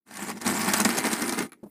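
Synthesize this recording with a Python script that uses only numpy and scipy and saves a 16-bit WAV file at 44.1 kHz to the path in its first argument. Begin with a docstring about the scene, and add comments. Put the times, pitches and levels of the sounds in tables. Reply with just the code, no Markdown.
"""A hand-cranked pencil sharpener on a table, close to the microphone in a small, dry room.
A light first stroke, then a second of steady cutting: the spiral cutters rasp and squeak through the
wood, biting deeper about twelve times a second, while gears and crank snap in their play. The metal
housing rings and the table top drones under it, heard first from the crank side, then from the front.
The crank stops with a small tick, and a soft bump follows over a faint hiss."""
import sys
import numpy as np
from scipy import signal
from scipy.fft import rfft, irfft
from scipy.io import wavfile
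from scipy.ndimage import uniform_filter1d

SR = 44100
rng = np.random.default_rng(int(sys.argv[2]) if len(sys.argv) > 2 else 0)


def wav_record(signal):
    """Record a signal, one row per channel, as 16-bit PCM in the file named by sys.argv[1]."""
    frames = np.transpose(np.atleast_2d(signal))
    bounded = np.clip(frames, -1, 1)
    # unit amplitude maps onto the largest positive 16-bit level
    quanta = np.round(bounded * 32767).astype(np.int16)
    wavfile.write(sys.argv[1], SR, quanta)


N = 74970
T = np.arange(N) / SR

GRIND_DB, RASP_DB, SPLINTER_DB, DRONE_DB = -4, -9, -8, -3.5
BITE_RISE_S, BITE_FALL_S = 0.013, 0.013
# effort on the crank: t/s, relative grinding level/dB, relative drone level/dB
CRANK_EFFORT = [(.05, -105, -98), (.066, -58.5, -59), (.115, -48.5, -47), (.16, -40.5, -45.5),
                (.21, -38, -37), (.315, -38, -37.5), (.345, -52.5, -39.5), (.375, -41, -31.5),
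                (.398, -57, -50), (.408, -42, -41), (.44, -39, -37), (.47, -25.5, -23), (.54, -30.5, -29),
                (.65, -29, -29), (.78, -27, -29.5), (.835, -32.5, -29.5), (.92, -29, -29),
                (1.02, -33.5, -34), (1.10, -31.5, -31), (1.17, -32.5, -36.5), (1.25, -32.5, -28.5),
                (1.365, -38, -35.5), (1.435, -39, -31.5), (1.462, -44, -36), (1.50, -79, -58.5),
                (1.58, -77, -57), (1.7, -78, -70)]
# the cutters bite deeper: t/s, extra level/dB
DEEP_BITES = [(0.226, 4), (0.3, 6.5), (.492, 1), (.60, 1), (0.688, 6.5), (.745, 1), (0.806, 7.5),
              (0.898, 5), (0.986, 6.5), (1.053, 7.5), (1.073, 4.5), (1.133, 3.5), (1.225, 4), (1.292, 2),
              (1.337, 7), (1.386, 10), (1.421, 8)]
# spectra of the low grind and the bright rasp: f/Hz, relative level/dB
GRIND_SPECTRUM = [(30, -50), (70, -37), (150, -35), (330, 5.5), (430, -4.5), (550, -11.5), (700, 2),
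                  (900, -0.5), (1200, -1.5), (1450, 0.5), (2100, 0), (2700, -6.5), (4000, -18), (9000, -36)]
RASP_SPECTRUM = [(1200, -31), (2600, 0.5), (3400, -2.5), (5000, 2.5), (6500, -2.5), (8000, 3), (10000, 1.5),
                 (11000, -1.5), (12200, -2), (14000, -10), (15500, 3)]
def cutting():
    """Edges grind and rasp through the wood and shake the table: (sound of metal, sound of table)."""
    effort_db, table_db = in_time(CRANK_EFFORT)
    bite_db = np.zeros(N)
    for s, db in DEEP_BITES:
        width_s = np.where(T < s, BITE_RISE_S, BITE_FALL_S)
        bite_db += db * np.exp(-((T - s) / width_s) ** 2)
    force = teeth()
    grind = from_db(GRIND_DB) * evened(through(force * chips(), colour(GRIND_SPECTRUM)), window_s=0.02)
    scrape = from_db(RASP_DB) * through(chips(), colour(RASP_SPECTRUM))
    rasp = force * (scrape + from_db(SPLINTER_DB) * splinters())
    drone = from_db(DRONE_DB) * evened(table_top(force * chips()), window_s=0.043)
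    metal = from_db(effort_db + bite_db) * (grind + rasp)
    table = from_db(table_db) * (from_db(bite_db) * drone + table_hum())
    return metal, table


def teeth(count=400, per_s=125, jitter=.3, spread_db=2.5, decay_s=0.0045, steady_force=0.85):
    """Cutting edges meet the wood in an uneven run; each gives a short surge of force."""
    timing, strength = rng.standard_normal((count, 2)).T
    at = (np.cumsum(np.exp(jitter * timing)) / per_s * SR).astype(int)
    hits = np.zeros(N)
    hits[at[at < N]] = from_db(spread_db * strength[at < N])
    return evened(steady_force + through(hits, np.exp(-T / decay_s)), window_s=0.074)


def chips(per_s=7000, spread_db=2.5):
    """Dense tiny fractures of uneven size; rms one."""
    sizes = from_db(spread_db * np.minimum(rng.exponential(1, N), 4)) * rng.choice([-1, 1], N)
    breaks = rng.random(N) < per_s / SR
    return unit(sizes * breaks) * np.sqrt(N)


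def splinters(count=28, per_s=1800, spread_db=2, t60_s=0.0092, low_hz=3240, high_hz=14370):
    """Fibres tear off one by one, each with a brief ring at one of many pitches; rms one."""
    sizes = from_db(spread_db * np.minimum(rng.exponential(1, N), 3)) * rng.choice([-1, 1], N)
    tears = sizes * (rng.random(N) < per_s / SR)
    pitch_index = rng.integers(0, count, N)
    radius = from_db(-60 / (t60_s * SR))
    out = np.zeros(N)
    for k, hz in enumerate(np.linspace(low_hz, high_hz, count)):
        gain = from_db(np.interp(hz, *np.transpose(RASP_SPECTRUM)))
        out += gain * resonate(tears * (pitch_index == k) + 1e-18, hz, radius)
    return unit(out) * np.sqrt(N)


CRACK_DB, CLANK_DB, THUMP_DB = 6, -3, 19.5
# gears and crank snap in their play: t/s, relative level/dB of crack, housing clank and table thump
GEAR_SNAPS = [(0.1102, -44, -38.5, -54), (0.139, -39, -60, -55), (0.17, -30.5, -46, -52),
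              (0.193, -43, -38, -40), (.294, -42, -33, -42), (0.315, -41, -30, -33),
              (.414, -30.5, -40, -40), (.419, -32.5, -33, -34), (0.4653, -22, -23, -27),
              (0.476, -18.5, -29, -19), (.567, -32, -28, -26.5), (0.6165, -23.5, -33, -30),
              (0.6462, -25.5, -35, -38), (0.7356, -13.5, -20.5, -39), (0.7406, -21, -19, -29),
              (.8008, -15, -22, -38), (0.8152, -24, -47, -20.5), (.849, -14, -20.5, -48),
              (.853, -28, -15.5, -20), (0.857, -26, -32, -11.5), (0.9707, -23.5, -31, -46),
              (0.979, -22, -30, -38), (.985, -18.5, -26, -21), (1.0405, -35, -24, -34),
              (1.0681, -23, -25.5, -17), (1.088, -32, -42, -37), (1.1155, -31, -24, -37),
              (1.130, -21, -33, -18.5), (1.136, -23, -47, -23), (1.22, -20.5, -26.5, -22),
              (1.279, -27, -50, -44), (1.293, -21, -24, -38), (1.3237, -23, -31, -47),
              (1.3892, -21, -23.5, -20), (1.405, -34, -25.5, -26)]
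# spectrum of the bright crack: f/Hz, relative level/dB
CRACK_SPECTRUM = [(900, -30), (2000, -19), (3300, -3.5), (5500, 1), (7500, 0), (10000, 0), (12500, -7),
                  (15500, -21)]
def snaps(crack_rise_s=.0011, crack_fall_s=0.002, clank_fall_s=0.0052, push_s=0.00068):
    """Each snap is a burst of hard contacts and a push on the table: (sound of metal, sound of table)."""
    s, crack_db, clank_db, thump_db = np.transpose(GEAR_SNAPS)
    burst = rise_and_fall(crack_rise_s, crack_fall_s)   # a crack builds over several contacts
    crack_level = through(strikes(s, crack_db + CRACK_DB), burst)
    crack = crack_level * evened(noise(CRACK_SPECTRUM), window_s=0.0012)
    clank_level = through(strikes(s, clank_db + CLANK_DB), np.exp(-T / clank_fall_s))
    clank = clank_level * evened(through(chips(), colour(GRIND_SPECTRUM)), window_s=0.0013)
    push = np.sin(np.pi * np.minimum(T / push_s, 1))
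    thump = through(strikes(s, thump_db + THUMP_DB), push / push.sum())
    return crack + clank, table_top(thump)


# the cutters squeak on the wood: middle t/s, half length/s, f/Hz, level/dB
CUTTER_SQUEAKS = [(0.222, 0.016, 7650, -44.5), (.272, 0.0097, 7300, -44.5), (.494, 0.0052, 8100, -37),
                  (0.514, 0.0072, 7800, -34), (0.564, 0.015, 7440, -35), (0.593, 0.0048, 15400, -33.5),
                  (0.775, 0.014, 7900, -33.5), (.779, 0.0054, 14900, -32.5), (0.852, 0.004, 7600, -26),
                  (1.042, 0.006, 8800, -35), (1.126, 0.016, 8740, -34.5), (1.19, 0.014, 8600, -42),
                  (1.27, 0.013, 9150, -36), (1.347, 0.0094, 8950, -45), (1.442, 0.012, 8950, -49)]
def squeaks(width_hz=480):
    """An edge sticks and slips on the wood for a moment: a short, unsteady high tone."""
    radius = np.exp(-np.pi * width_hz / SR)
    out = np.zeros(N)
    for s, half_s, hz, db in CUTTER_SQUEAKS:
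        tone = evened(resonate(rng.standard_normal(N), hz, radius), window_s=0.0067)
        out += from_db(db) * np.exp(-.5 * ((T - s) / half_s) ** 2) * tone
    return out


# modes of the metal shell: f/Hz, relative level/dB at the crank side and at the front, t60/s
HOUSING_MODES = [(643, 1, 2, 0.06), (787.4, -2.5, 1.5, 0.11), (892.6, 4, -6.5, 0.077), (964, 0.5, 6, 0.04),
                 (1108, 7, -13, 0.06), (1228, -8.5, 8.5, 0.049), (1374, -6, -18, 0.031),
                 (1550, -5.5, -13.5, 0.045), (1780, -4.5, -9.5, 0.13), (1865, -6, -15, 0.024),
                 (2110, -15, 4, 0.045), (4100, 6.5, 6, .014), (5020, 2, -5.5, 0.031),
                 (5930, 11, -19.5, 0.016), (6400, 6, 12, .016), (7150, 15.5, -3, 0.013),
                 (8190, 12.5, -0.5, 0.013), (9100, 8, -15, .02)]
def housing(contacts, direct_db=47.5):
    """Contacts reach the microphone directly and through the ring of the metal shell."""
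    return ringing(contacts, HOUSING_MODES, direct=from_db(direct_db))


# modes of the table top: f/Hz, relative level/dB at the crank side and at the front, t60/s
BOARD_MODES = [(165, -9, -38.5, 0.023), (208.6, 1.5, -13, 0.15), (230.3, -1, -0.5, 0.15),
               (253, -9, 0.5, .11), (294, -15, -5, 0.15), (341.7, -7, -3.5, 0.14), (395.3, -14, -6.5, 0.13)]
def table_top(force, low_hz=134, high_hz=489):
    """The board under the sharpener rings in its low modes and radiates neither deep bass nor treble."""
    band = signal.butter(2, [low_hz, high_hz], "band", fs=SR, output="sos")
    bass_cut = signal.butter(2, low_hz, "high", fs=SR, output="sos")
    return signal.sosfilt(np.vstack([band, bass_cut]), ringing(force, BOARD_MODES, direct=0.))


def table_hum(hz=93.2, t60_s=0.34, relative_db=-22, front_db=-4.5):
    """The turning crank keeps the table's lowest mode humming; it is weaker from the front."""
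    mode = from_db(-60 * T / t60_s) * np.sin(2 * np.pi * hz * T)
    just_above_mode = signal.butter(2, [hz * 1.06, hz * 1.28], "band", fs=SR, output="sos")
    shake = signal.sosfilt(just_above_mode, chips())
    return from_db(relative_db + front_db * front_share()) * evened(through(shake, mode), window_s=0.071)


# the mechanism settles: t/s, clack level/dB, tick level/dB
SETTLING_TICKS = [(1.494, -57, -53), (1.5199, -39.5, -40.5), (1.531, -48, -38.5)]
# spectra of the clack and the bright tick: f/Hz, relative level/dB
CLACK_SPECTRUM = [(130, -18), (300, 3.5), (430, 1), (600, -10), (950, -7), (1230, 6), (1650, -2.5),
                  (2300, -1), (3000, -18), (4200, -13), (5600, -28), (9000, -23)]
TICK_SPECTRUM = [(2000, -24), (4200, -12), (5700, -23), (6500, -11), (8000, -18), (9600, -4), (10600, 6),
                 (11500, -7), (15000, -19)]
def ticks(clack_s=0.0068, tick_s=0.0017):
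    """Loose parts drop into rest with a small clack and bright ticks."""
    s, clack_db, tick_db = np.transpose(SETTLING_TICKS)
    out = np.zeros(N)
    for db, decay_s, spectrum in (clack_db, clack_s, CLACK_SPECTRUM), (tick_db, tick_s, TICK_SPECTRUM):
        level = through(strikes(s, db), np.exp(-T / decay_s))
        out += through(level * rng.standard_normal(N), colour(spectrum))
    return out


# soft bumps on the table: t/s, relative level/dB
TABLE_BUMPS = [(1.63, -24), (1.658, -33)]
# spectrum of a bump: f/Hz, relative level/dB
BUMP_SPECTRUM = [(25, -45), (60, -33), (110, -14), (190, 9), (280, 5.5), (430, -2), (800, -11.5),
                 (1300, -25), (2000, -38), (6000, -41.5), (10500, -35.5), (15000, -46)]
def bumps(rise_s=0.009, fall_s=0.0097):
    """Dull, soft knocks on the table once the crank is still."""
    swell = through(strikes(*np.transpose(TABLE_BUMPS)), rise_and_fall(rise_s, fall_s))
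    return swell * evened(noise(BUMP_SPECTRUM), window_s=0.0113)


def room(x, t60_s=0.091, tail_db=-10.5, delay_s=0.0021):
    """At close range the direct sound leads; the small, dry room adds a short diffuse tail."""
    tail = rng.standard_normal(N) * from_db(-60 * T / t60_s) * (T > delay_s)
    return x + from_db(tail_db) * through(x, unit(tail))


# course of the background hiss: t/s, level/dB
HISS_COURSE = [(0, -100), (.05, -93), (.07, -78), (1.62, -79), (1.635, -73), (1.7, -60)]
# spectrum of the hiss: f/Hz, relative level/dB
HISS_SPECTRUM = [(30, 19.5), (100, 11), (300, 29), (1000, 0), (4000, -8), (7000, -10), (10500, 9.5),
                 (15000, 9.5)]
def hiss():
    """Faint noise behind the sharpener, rising at the very end."""
    return from_db(in_time(HISS_COURSE)[0]) * noise(HISS_SPECTRUM)


def front_share(middle_s=.885, fade_s=.03):
    """How far the microphone has moved from the crank side (0) to the front (1)."""
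    return np.clip((T - middle_s) / fade_s + .5, 0, 1)


def ringing(x, modes, direct, size=12000):
    """A body answers with a direct share and dying modes, balanced differently on its two sides."""
    t = T[:size]
    crank, front = direct * (t == 0), direct * (t == 0)
    for hz, crank_db, front_db, t60_s in modes:
        mode = from_db(-60 * t / t60_s) * np.cos(2 * np.pi * hz * t)
        crank += from_db(crank_db) * mode
        front += from_db(front_db) * mode
    share = front_share()
    return through(x * (1 - share), unit(crank)) + through(x * share, unit(front))


def resonate(x, hz, radius):
    """One resonance; the nearer its pole radius is to one, the longer it rings."""
    return signal.lfilter([1, 0, -1], [1, -2 * radius * np.cos(2 * np.pi * hz / SR), radius ** 2], x)


def colour(spectrum, size=4096):
    """Causal response with the given spectrum and an energy of one."""
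    hz, db = np.transpose(spectrum)
    grid_hz = np.maximum(np.arange(size // 2 + 1) * SR / size, 1)
    gain = from_db(np.interp(np.log(grid_hz), np.log(hz), db))
    cepstrum = irfft(np.log(gain))
    cepstrum[1:size // 2] *= 2   # fold onto positive time for minimum phase
    cepstrum[size // 2 + 1:] = 0
    return unit(irfft(np.exp(rfft(cepstrum))))


def noise(spectrum):
    """Steady noise with the given spectrum."""
    return through(rng.standard_normal(N), colour(spectrum))


def strikes(s, db):
    """One impulse for each event."""
    out = np.zeros(N)
    out[(s * SR).astype(int)] = from_db(db)
    return out


def rise_and_fall(rise_s, fall_s):
    """An envelope that builds and dies away."""
    return (1 - np.exp(-T / rise_s)) * np.exp(-T / fall_s)


def evened(x, window_s):
    """Hold a signal's running level at one."""
    power = uniform_filter1d(x ** 2, int(window_s * SR) + 1)
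    return x / np.sqrt(np.maximum(power, 1e-12))


def through(x, response):
    """Play a signal through a response."""
    return signal.fftconvolve(x, response)[:N]


def in_time(rows):
    """Each column of a curve, at every sample."""
    s, *columns = np.transpose(rows)
    return [np.interp(T, s, column) for column in columns]


def unit(x):
    """Scale to an energy of one."""
    return x / np.sqrt(np.sum(x ** 2) + 1e-20)


def from_db(db):
    """Decibels to gain."""
    return 10 ** (np.asarray(db) / 20)


def scene():
    """At one close microphone: the sharpener in its room, the table under it, faint hiss behind."""
    cut_metal, cut_table = cutting()
    snap_metal, snap_table = snaps()
    background = hiss()
    sharpener = housing(cut_metal + snap_metal) + squeaks() + ticks()
    return (room(sharpener) + cut_table + snap_table + bumps() + background)[None]


def record(dry):
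    """The microphone signal loses its highest treble in a steep cut."""
    cutoff_hz = 15450
    return signal.sosfilt(signal.ellip(12, .2, 80, cutoff_hz, fs=SR, output="sos"), dry)


dry = scene()
out = record(dry)
wav_record(out)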